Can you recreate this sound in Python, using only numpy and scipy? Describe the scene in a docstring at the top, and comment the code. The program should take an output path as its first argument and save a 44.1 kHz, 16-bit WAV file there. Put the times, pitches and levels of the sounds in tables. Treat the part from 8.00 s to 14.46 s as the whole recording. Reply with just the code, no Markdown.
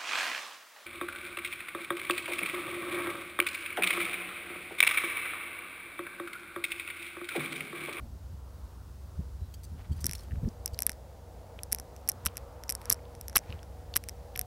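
"""Chained dog passing a phone

Clusters of dry, sharp clicks, as of chain links jerking close by: short snaps that ring the microphone port.
Blunter clacks are damped modes; links shimmer as decaying sines and grind as random slips.
Faint tonal flickers are detuned sine bursts; grit scuffs in tiny grains.
Low bumps and rubs on the phone are swells of tone and filtered noise.
Behind: shaped noise and wavering tones for rumble, far engine, traffic and hiss, and one bird whistle."""
import sys
import numpy as np
from scipy import signal
from scipy.fft import rfft, irfft
from scipy.io import wavfile
from scipy.ndimage import uniform_filter1d

SR = 44100
rng = np.random.default_rng(int(sys.argv[2]) if len(sys.argv) > 2 else 0)


def master_out(mix):
    """Clip the mix to full scale and print it as 16-bit PCM to the path in sys.argv[1]."""
    frames = np.transpose(np.atleast_2d(mix))
    ceiling = np.clip(frames, -1, 1)
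    pcm = np.round(ceiling * 32767).astype(np.int16)
    wavfile.write(sys.argv[1], SR, pcm)


N = 284876
TIME = np.arange(N) / SR
NOISE_TOP_HZ, RECORD_TOP_HZ = 15800, 16500


def undb(db):
    """Decibels to gain."""
    return 10 ** (np.asarray(db) / 20)


def unit(x):
    """Scale to rms 1."""
    return x / np.sqrt(np.mean(x ** 2))


def shape(points, hz):
    """Gain at hz of a spectrum given as (hz, db) points, linear in dB over log frequency."""
    point_hz, db = np.transpose(points)
    return undb(np.interp(np.log(hz + 1e-9), np.log(point_hz), db))


def curve(rows):
    """Control curve at every sample from (time_s, value) rows."""
    return np.interp(TIME, *np.transpose(rows))


def swells(rows):
    """Summed Gaussian gains from (crest_s, level_db, sigma_s) rows."""
    return sum(undb(db) * np.exp(-.5 * ((TIME - crest_s) / sigma_s) ** 2) for crest_s, db, sigma_s in rows)


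def noise(points):
    """Noise of rms 1, coloured by a spectrum and cut at the top."""
    hz = np.fft.rfftfreq(N, 1 / SR)
    spectrum = rfft(rng.standard_normal(N)) * shape(points, hz)
    return unit(irfft(spectrum * (hz < NOISE_TOP_HZ), N))


def walk(rate_hz):
    """Smooth random curve with about rate_hz turns a second and a spread near 1."""
    k = int(SR / rate_hz)
    steps = np.repeat(rng.standard_normal(N // k + 1), k)
    return 1.288 * uniform_filter1d(uniform_filter1d(steps, k), k)[:N]


def tones(lines, drift, flutter_db):
    """Far tones that waver in pitch and level on their way through the air."""
    out = np.zeros(N)
    for hz, db in lines:
        level = undb(db + flutter_db * walk(6))
        phase = 2 * np.pi * np.cumsum(hz * (1 + drift * walk(9))) / SR
        out += level * np.sqrt(2) * np.sin(phase)
    return out


def ring_of(gain):
    """Minimum-phase impulse response of a magnitude spectrum, by folding the cepstrum."""
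    cepstrum = irfft(np.log(gain + 1e-9))
    half = len(cepstrum) // 2
    cepstrum[1:half] *= 2
    cepstrum[half + 1:] = 0
    return irfft(np.exp(rfft(cepstrum)))


def add(out, start_s, sound):
    """Mix a sound in from start_s on."""
    i = max(int(start_s * SR), 0)
    out[i:i + len(sound)] += sound[:N - i]


def contact(t, grit, slip_s):
    """One snap followed by a dying run of tiny slips; energy 1."""
    slips = rng.standard_normal(len(t)) * np.exp(-t / slip_s)
    push = grit * slips / np.linalg.norm(slips)
    push[0] += 1
    return push / np.linalg.norm(push)


def mode_ring(hz, gain, t):
    """Undamped modes summed as sines, their gains scaled to norm 1."""
    return gain / np.linalg.norm(gain) @ np.sin(2 * np.pi * np.outer(hz, t))


# background hiss spectrum: hz, relative_density_db
AIR_SPECTRUM = [(40, -16), (130, -5.5), (200, -10), (320, -14), (900, -30.5), (1400, -27), (2300, -34.5),
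                (5000, -32.5), (8000, -36.5), (15000, -38.5)]


def air():
    """Faint steady hiss: shaped noise with a slight level flutter."""
    return noise(AIR_SPECTRUM) * undb(-57 + 0.5 * walk(13.0))


# rumble spectrum: hz, relative_density_db
RUMBLE_SPECTRUM = [(20, -47.5), (34, -37), (46, -8), (63, -2), (85, -19.5), (120, -17), (200, -40),
                   (400, -57.5)]
# rumble level: time_s, level_db
RUMBLE_LEVEL = [(0, -48.5), (.9, -48.5), (2.4, -47.5), (3.2, -53.5), (4.5, -51), (6.46, -50.5)]
# far engine lines: hz, level_re_rumble_noise_db
ENGINE_LINES = [(66, -2), (90, -2.5)]


def rumble():
    """Low noise plus wavering far engine tones on one level curve."""
    engine = tones(ENGINE_LINES, drift=0.0152, flutter_db=2.0)
    return (noise(RUMBLE_SPECTRUM) + engine) * undb(curve(RUMBLE_LEVEL))


# far traffic spectrum: hz, relative_density_db
TRAFFIC_SPECTRUM = [(150, -60), (340, -10), (480, 2), (720, -0.5), (900, -4), (1200, -25), (2000, -21),
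                    (4000, -39.5)]
# far traffic level: time_s, level_db
TRAFFIC_LEVEL = [(2.1, -66), (2.6, -57.5), (4.7, -55), (6.46, -57.5)]
# steadier whine: hz, level_re_traffic_db
HUM_LINES = [(481, -8.5)]
# wavering whine: hz, level_re_traffic_db
WHINE_LINES = [(565, -15), (640, -15.5), (745, -13.5)]


def traffic():
    """Far traffic: fluttering shaped noise plus whining tones on one level curve."""
    whine = tones(HUM_LINES, drift=0.0063, flutter_db=3.0) + tones(WHINE_LINES, drift=0.025, flutter_db=5.0)
    roar = noise(TRAFFIC_SPECTRUM) * undb(1.0 * walk(9.1))
    return (roar + whine) * undb(curve(TRAFFIC_LEVEL))


# far tyre passes: crest_s, level_db, sigma_s
TYRE_SWELLS = [(.7, -70, 0.27), (4.32, -62.5, 0.19), (4.88, -62, 0.16)]


def tyres(floor_db=-69):
    """Far tyres: a higher rush of noise, swelling at each pass over a constant floor."""
    rush = noise([(400, -33.5), (900, 14.5), (1400, 8.0), (2000, -16), (4000, -33.0)])
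    return rush * undb(1.6 * walk(11)) * (undb(floor_db) + swells(TYRE_SWELLS))


def bird(start_s=1.34, length_s=.16, start_hz=3970, sag_hz_per_s=430, level_db=-74):
    """One thin, far whistle: a sine that swells, falls slightly and stops."""
    t = np.clip(TIME - start_s, 0, length_s)
    phase = 2 * np.pi * np.cumsum(start_hz - sag_hz_per_s * t) / SR
    swell = np.sin(np.pi * (t / length_s) ** 2)
    return undb(level_db) * np.sqrt(2) * np.sin(phase) * swell


# soft low bumps on the phone: crest_s, level_db, sigma_s
BUMPS = [(0.031, -31, 0.0023), (0.339, -41.5, .014), (0.603, -49, 0.036), (1.201, -29.5, 0.012),
         (1.425, -35, 0.011), (1.743, -38, 0.024), (1.914, -26.5, 0.009), (1.963, -38.5, 0.05),
         (2.061, -37, 0.019), (2.329, -34, 0.011), (2.381, -28.5, 0.0069), (2.458, -27.5, 0.0069),
         (2.734, -36, 0.0071), (4.263, -37.5, 0.013), (5.501, -39.5, 0.0084), (5.544, -40, 0.013)]


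def bumps(pitch_hz=75.6, rough_db=-6, upper_edge=2.27, size=16384):
    """A few low pressure swings, roughened by band noise that reaches a little higher."""
    out, t = np.zeros(N + size), (np.arange(size) - size // 2) / SR
    band_hz = [pitch_hz / 2, upper_edge * pitch_hz]
    band = signal.butter(3, band_hz, "band", fs=SR, output="sos")
    for crest_s, db, sigma_s in BUMPS:
        swell = np.exp(-.5 * (t / sigma_s) ** 2)
        swing = np.sqrt(2) * np.sin(2 * np.pi * (pitch_hz * t + rng.random()))
        rough = unit(signal.sosfilt(band, rng.standard_normal(size)))
        add(out, crest_s, undb(db) * swell * (swing + undb(rough_db) * rough))
    return out[size // 2:size // 2 + N]  # moves each crest back to crest_s


# rubs on the phone: crest_s, level_db, sigma_s
RUB_SWELLS = [(.06, -51.5, 0.076), (1.21, -54, 0.031), (2.052, -37, 0.0064), (2.35, -48, 0.063),
              (2.095, -41.5, 0.0077), (2.437, -31.5, 0.0098), (2.478, -29.5, 0.0082), (4.905, -42.5, .012),
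              (5.515, -50, 0.028)]
# rub spectrum: hz, relative_density_db
RUB_SPECTRUM = [(80, -1), (150, 4.5), (190, -6.5), (230, 1.5), (290, -13.5), (350, -7), (480, -18),
                (800, -37), (2000, -51.5)]


def rubs():
    """Short, low rubs on the phone: noise swells a little higher than the bumps."""
    return swells(RUB_SWELLS) * noise(RUB_SPECTRUM)


# grit scuffing on the path: crest_s, level_db, sigma_s
SCUFF_SWELLS = [(1.803, -58.5, 0.014), (1.853, -59.5, 0.01), (1.99, -56.5, 0.006), (2.15, -63.5, 0.17),
                (4.3, -65, 0.088), (4.385, -60, 0.0078), (4.89, -55, 0.05), (5.51, -57, 0.06)]


def scuffs(rate_hz=1800, spread_db=3.0, size=256, pitch_hz=1750, octaves=0.72, cycles=0.45,
           trickle_db=-71, trickle_from_s=4.0):
    """Random grains of grit, mostly weak: damped sines, each with its own pitch."""
    out, t = np.zeros(N), np.arange(size) / SR
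    for start_s in TIME[rng.random(N) < rate_hz / SR]:
        hz = min(pitch_hz * 2 ** (octaves * rng.standard_normal()), SR / 4)
        strength = undb(spread_db * min(rng.exponential(), 4)) * rng.choice([-1, 1])
        add(out, start_s, strength * np.exp(-hz * t / cycles) * np.sin(2 * np.pi * hz * t))
    trickle = undb(trickle_db) * (TIME > trickle_from_s)
    return unit(out) * np.hypot(swells(SCUFF_SWELLS), trickle)


# modes by set, for shimmer and flickers: hz, relative_level_db
MODE_SETS = {"plain": [(3203, -1), (4619, 2), (6751, -4), (7892, -1), (9706, -4), (12280, 0)],
             "bright": [(4700, -1), (6110, 0.5), (7770, -3), (9200, 3), (11530, -1), (12350, -3)],
             "heavy": [(3478, -5), (4296, 5), (5351, 6), (8900, -1), (9500, -4), (11600, -12)]}
# faint tonal flickers: start_s, level_db, gap_s, mode_set
FLICKER_EVENTS = [(1.539, -48.5, .002, "plain"), (1.634, -48.5, 0.0049, "bright"),
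                  (1.92, -53.5, .004, "plain"), (1.964, -58, 0.0047, "bright"),
                  (2.005, -46, 0.0043, "bright"), (2.1512, -37.5, 0.0011, "heavy"),
                  (2.19, -49.5, .002, "heavy"), (2.206, -54, .001, "heavy"),
                  (2.231, -57.5, 0.0019, "plain"), (2.732, -54, 0.0032, "plain")]
# 60 dB decay by mode set: t60_s
FLICKER_DECAYS = {"plain": .034, "bright": .032, "heavy": .018}


def flickers(size=8192, bursts=4, detune=.018, scatter_db=3.0, noise_gain=0.43):
    """A few overlapping bursts of slightly detuned decaying sines, each with a short noise."""
    out, noise_power, t = np.zeros(N), np.zeros(N), np.arange(size) / SR
    for start_s, db, gap_s, mode_set in FLICKER_EVENTS:
        fade = undb(db) * np.exp(-np.log(1000) * t / FLICKER_DECAYS[mode_set])
        mode_hz, mode_db = np.transpose(MODE_SETS[mode_set])
        for k in range(bursts):
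            hz = mode_hz * (1 + detune * rng.standard_normal(len(mode_hz)))
            gain = undb(mode_db + scatter_db * rng.standard_normal(len(mode_hz)))
            burst_s = start_s + gap_s * (k + rng.uniform(-0.27, 0.23))
            add(out, burst_s, fade * mode_ring(hz, gain, t))
            add(noise_power, burst_s, fade ** 2)
    burst_noise = noise([(1000, -14), (3000, -5), (5000, 3), (12500, -2), (15500, -2)])
    return out + noise_gain * np.sqrt(noise_power) * burst_noise


def shimmer(crest_s=2.1, sigma_s=0.1, level_db=-57, count=130, size=2048, t60_s=0.018, detune=.05):
    """As the chain swings when the dog sets off, many links brush lightly: short detuned mode rings."""
    out, t = np.zeros(N), np.arange(size) / SR
    mode_hz, mode_db = np.concatenate(list(MODE_SETS.values())).T
    fade = np.exp(-np.log(1000) * t / t60_s)
    for offset in rng.uniform(-3.5, 2.5, count):  # in sigmas from the crest
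        hz = mode_hz * (1 + detune * rng.standard_normal(len(mode_hz)))
        gain = undb(mode_db) * rng.standard_normal(len(mode_hz))
        add(out, crest_s + offset * sigma_s, np.exp(-.5 * offset ** 2) * fade * mode_ring(hz, gain, t))
    return undb(level_db) * out


# links grinding round the harder jerks: crest_s, level_db, sigma_s
GRIND_SWELLS = [(2.09, -62.5, 0.032), (2.164, -61, .009), (2.215, -66, 0.023), (3.74, -66, .005),
                (4.095, -48.5, 0.0075), (4.265, -45, 0.0072), (4.698, -52, 0.0047), (4.83, -67, 0.026),
                (4.918, -41, .007), (5.361, -29, 0.0042), (5.963, -35.5, 0.0044)]
# grind spectrum: hz, relative_density_db
GRIND_SPECTRUM = [(300, 1.5), (1000, -3), (2000, -4), (3200, -5.5), (5600, -1.5), (7000, -7.5),
                  (10500, 1.5), (13000, -6), (15500, -18)]


def grinds(rate_hz=1800, spread_db=5, size=256):
    """Dense, uneven slips of link on link: random impulses through a colouring filter."""
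    strength = undb(spread_db * np.minimum(rng.exponential(size=N), 3))
    slips = (rng.random(N) < rate_hz / SR) * rng.choice([-1, 1], N) * strength
    colour = ring_of(shape(GRIND_SPECTRUM, np.fft.rfftfreq(size, 1 / SR)))
    return swells(GRIND_SWELLS) * unit(signal.fftconvolve(slips, colour)[:N])


# duller clacks: start_s, energy_db, pitch_hz
CLACK_EVENTS = [(2.0838, -33, 4800), (2.31, -30, 1740), (2.319, -28.5, 1810), (2.357, -34, 1590),
                (2.449, -36, 1670), (2.4886, -29.5, 5570), (2.745, -24, 4800), (2.777, -34, 4300),
                (2.8663, -22, 2240), (2.8949, -28, 1840), (3.5902, -21.5, 2200), (3.7282, -25, 2000),
                (4.093, -22, 2200), (4.2647, -6.5, 1380), (4.2659, -9.5, 2450), (4.266, -21, 3180),
                (4.37, -21.5, 2330), (4.285, -27, 3120), (4.912, -14, 4400), (4.912, -14.5, 1150),
                (4.991, -37, 2000), (5.054, -37, 2960), (5.3566, -5, 4300), (5.357, -6.5, 1240),
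                (5.365, -1, 1110), (5.3656, -10, 1610), (5.3663, -1, 2500), (5.374, -16, 2590),
                (5.504, -27.5, 2900), (5.5254, -19.5, 2740), (5.541, -39, 3020), (5.592, -33.5, 3180),
                (5.9399, -15.5, 3800), (5.9608, -8, 1920), (5.9613, -11.5, 1160), (6.355, -27, 3640),
                (6.359, -14.5, 2100)]
# treble ring of the microphone port, for clacks and clicks: hz, relative_level_db
PORT_RING = [(1000, -18.5), (3800, -26), (4900, -10), (5600, 2.5), (6100, -5), (6650, -15.5), (8100, -5),
             (8700, -6.5), (9300, -4), (9750, 2.5), (10400, -4), (11000, 0.5), (12000, 0), (12700, 4.5),
             (13100, -3), (13600, -11.5), (15500, -17), (17000, -35)]


def clacks(size=1024, grit=0.67, slip_s=0.0012, damping=.14, thud_db=-18.5, thud_hz=650,
           upper_ratio=1.51, upper_db=-7, upper_top_hz=4600, port_db=-24, port_db_per_db=0.15):
    """Blunt contacts: two heavily damped modes over a low thud; harder ones ring the port more."""
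    out, hz, t = np.zeros(N), np.fft.rfftfreq(size, 1 / SR), np.arange(size) / SR

    def mode(f):
        """Resonance peak at f."""
        return 1 / (1 + ((hz - f) / (2 * damping * f)) ** 2) ** 1.66

    thud = undb(thud_db) / (1 + (hz / thud_hz) ** 2)
    for start_s, db, pitch_hz in CLACK_EVENTS:
        upper = undb(upper_db) * mode(upper_ratio * pitch_hz) / np.hypot(1, (hz / upper_top_hz) ** 4)
        port = undb(port_db + port_db_per_db * db) * shape(PORT_RING, hz)
        gain = mode(pitch_hz) + upper + thud + port
        sound = np.convolve(contact(t, grit, slip_s), ring_of(gain))
        add(out, start_s, undb(db) * sound / np.linalg.norm(sound))
    return out


# sharp clicks of the jerking chain: start_s, relative_energy_db, body_re_ring_db
CLICK_EVENTS = [(2.0435, -8, -10), (2.0576, -10, -22), (2.0665, -1, -12.5), (2.0947, -17.5, 0),
                (2.1122, -13.5, -7), (2.123, -20, -16), (2.134, -13, -7.5), (2.182, -29, -19),
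                (2.6596, -4.5, -20.5), (2.678, -17, -13), (2.79, -6, -10.5), (2.8046, -15, -14),
                (2.8219, -3, -16), (2.832, -17, -12), (2.8662, 3.5, -23), (2.875, -31, 2),
                (2.8949, -8.5, -3.5), (2.9031, -26, -9), (2.9179, -19.5, -14), (2.931, -36, 3),
                (3.634, -12, -15), (3.7176, -20, -9), (3.7241, -5.5, -23), (3.7282, 1, -13),
                (3.7479, -8, -13), (3.7607, -32, -3), (3.786, -19, -13), (3.799, -17, -9.5),
                (3.9643, -28.5, -9), (4.0767, -20, -17), (4.089, 1, -18.5), (4.0924, -2.5, -14),
                (4.0973, -3, -20), (4.1178, -16.5, -7.5), (4.2529, -16.5, -4), (4.2604, -1.5, -18.5),
                (4.2651, -3.5, -6), (4.2726, -16, -14), (4.357, -36, 3), (4.3703, -11.5, -18),
                (4.3785, -21.5, -7), (4.637, -20.5, -7), (4.6812, -30, -12), (4.694, -5.5, -12.5),
                (4.7007, -4.5, -18), (4.708, -10, -15), (4.7234, -10, -22.5), (4.7517, -10, -19),
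                (4.8162, -29, 1), (4.856, -19, -11), (4.898, -4.5, -18), (4.9011, 5, -15.5),
                (4.916, -19, -2), (4.9221, -6, -23.5), (4.926, 3, -20), (4.9318, -10, -23),
                (4.9441, -24.5, -24), (5.1513, -31, -2.5), (5.212, -17.5, -14), (5.2824, -14, -12),
                (5.2975, -23, -8), (5.3295, -30, -4), (5.3603, 4.5, -19), (5.3666, 3, -9),
                (5.3703, 3, -13.5), (5.3809, -7.5, -15.5), (5.3893, -18.5, -6.5), (5.6307, -29, -3),
                (5.9575, -13, -12), (5.9612, -3, -10), (5.9663, 3.5, -14), (5.9738, -11, -11),
                (6.0391, -23.5, -0.5), (6.0876, -13.5, -12), (6.094, -16.5, -11), (6.095, -24, -12),
                (6.3617, -15.5, -9), (6.3759, -14.5, -7), (6.3931, -3, -14.5), (6.4135, -9, -13.5)]
# dull body of a click: hz, relative_level_db
CLICK_BODY = [(100, 4), (250, 3.5), (500, -13.5), (1100, -20.5), (1600, 1), (2150, 3), (3000, -7),
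              (4000, -4), (5000, -7), (8000, -43.5)]


def clicks(size=1024, top_db_per_db=0.62, grit=0.52, slip_s=0.00019, tail_db=-27, tail_s=0.00325,
           colour_points=9, colour_db=2.34, ring_octaves=0.013, body_octaves=0.22):
    """Snaps ring the port over a dull body, own colour; weak ones have less top; a faint noise tail follows."""
    out, tail_level = np.zeros(N), np.zeros(N)
    hz, t = np.fft.rfftfreq(size, 1 / SR), np.arange(size) / SR
    top = np.clip((hz - 6000) / 8000, 0, 1)
    colour_hz = np.linspace(0, RECORD_TOP_HZ, colour_points)
    tail_fade = np.exp(-t / tail_s) / np.sqrt(tail_s * SR / 2)  # energy near 1
    for start_s, db, body_db in CLICK_EVENTS:
        colour = np.interp(hz, colour_hz, colour_db * rng.standard_normal(colour_points))
        ring = shape(PORT_RING, hz * 2 ** (ring_octaves * rng.standard_normal()))
        ring = ring * undb(top_db_per_db * db * top + colour)
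        body = shape(CLICK_BODY, hz * 2 ** (body_octaves * rng.standard_normal()))
        gain = np.hypot(unit(ring), undb(body_db) * unit(body))
        sound = np.convolve(contact(t, grit, slip_s), ring_of(gain))
        sound = sound / np.linalg.norm(sound) * np.sqrt(np.mean(gain ** 2))  # the body adds energy
        add(out, start_s, undb(db) * sound)
        add(tail_level, start_s, undb(db + tail_db) * tail_fade)
    tail = noise([(400, -11.0), (1500, 1.0), (3200, -4), (5600, -4), (7000, 1.5), (12500, -7), (15500, -25)])
    return out + tail_level * tail


def scene():
    """Open air without echo; one microphone feeds both channels."""
    background = air() + rumble() + traffic() + tyres() + bird()
    handling = bumps() + rubs()
    chain = shimmer() + grinds() + clacks() + clicks()
    return np.tile(background + handling + scuffs() + flickers() + chain, (2, 1))


def record(dry):
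    """The phone rounds the sharpest peaks and cuts the top."""
    headroom = 2.5
    rounded = headroom * np.tanh(dry / headroom)
    top_cut = signal.ellip(8, .2, 70, RECORD_TOP_HZ, fs=SR, output="sos")
    return signal.sosfilt(top_cut, rounded)


dry = scene()
out = record(dry)
master_out(out)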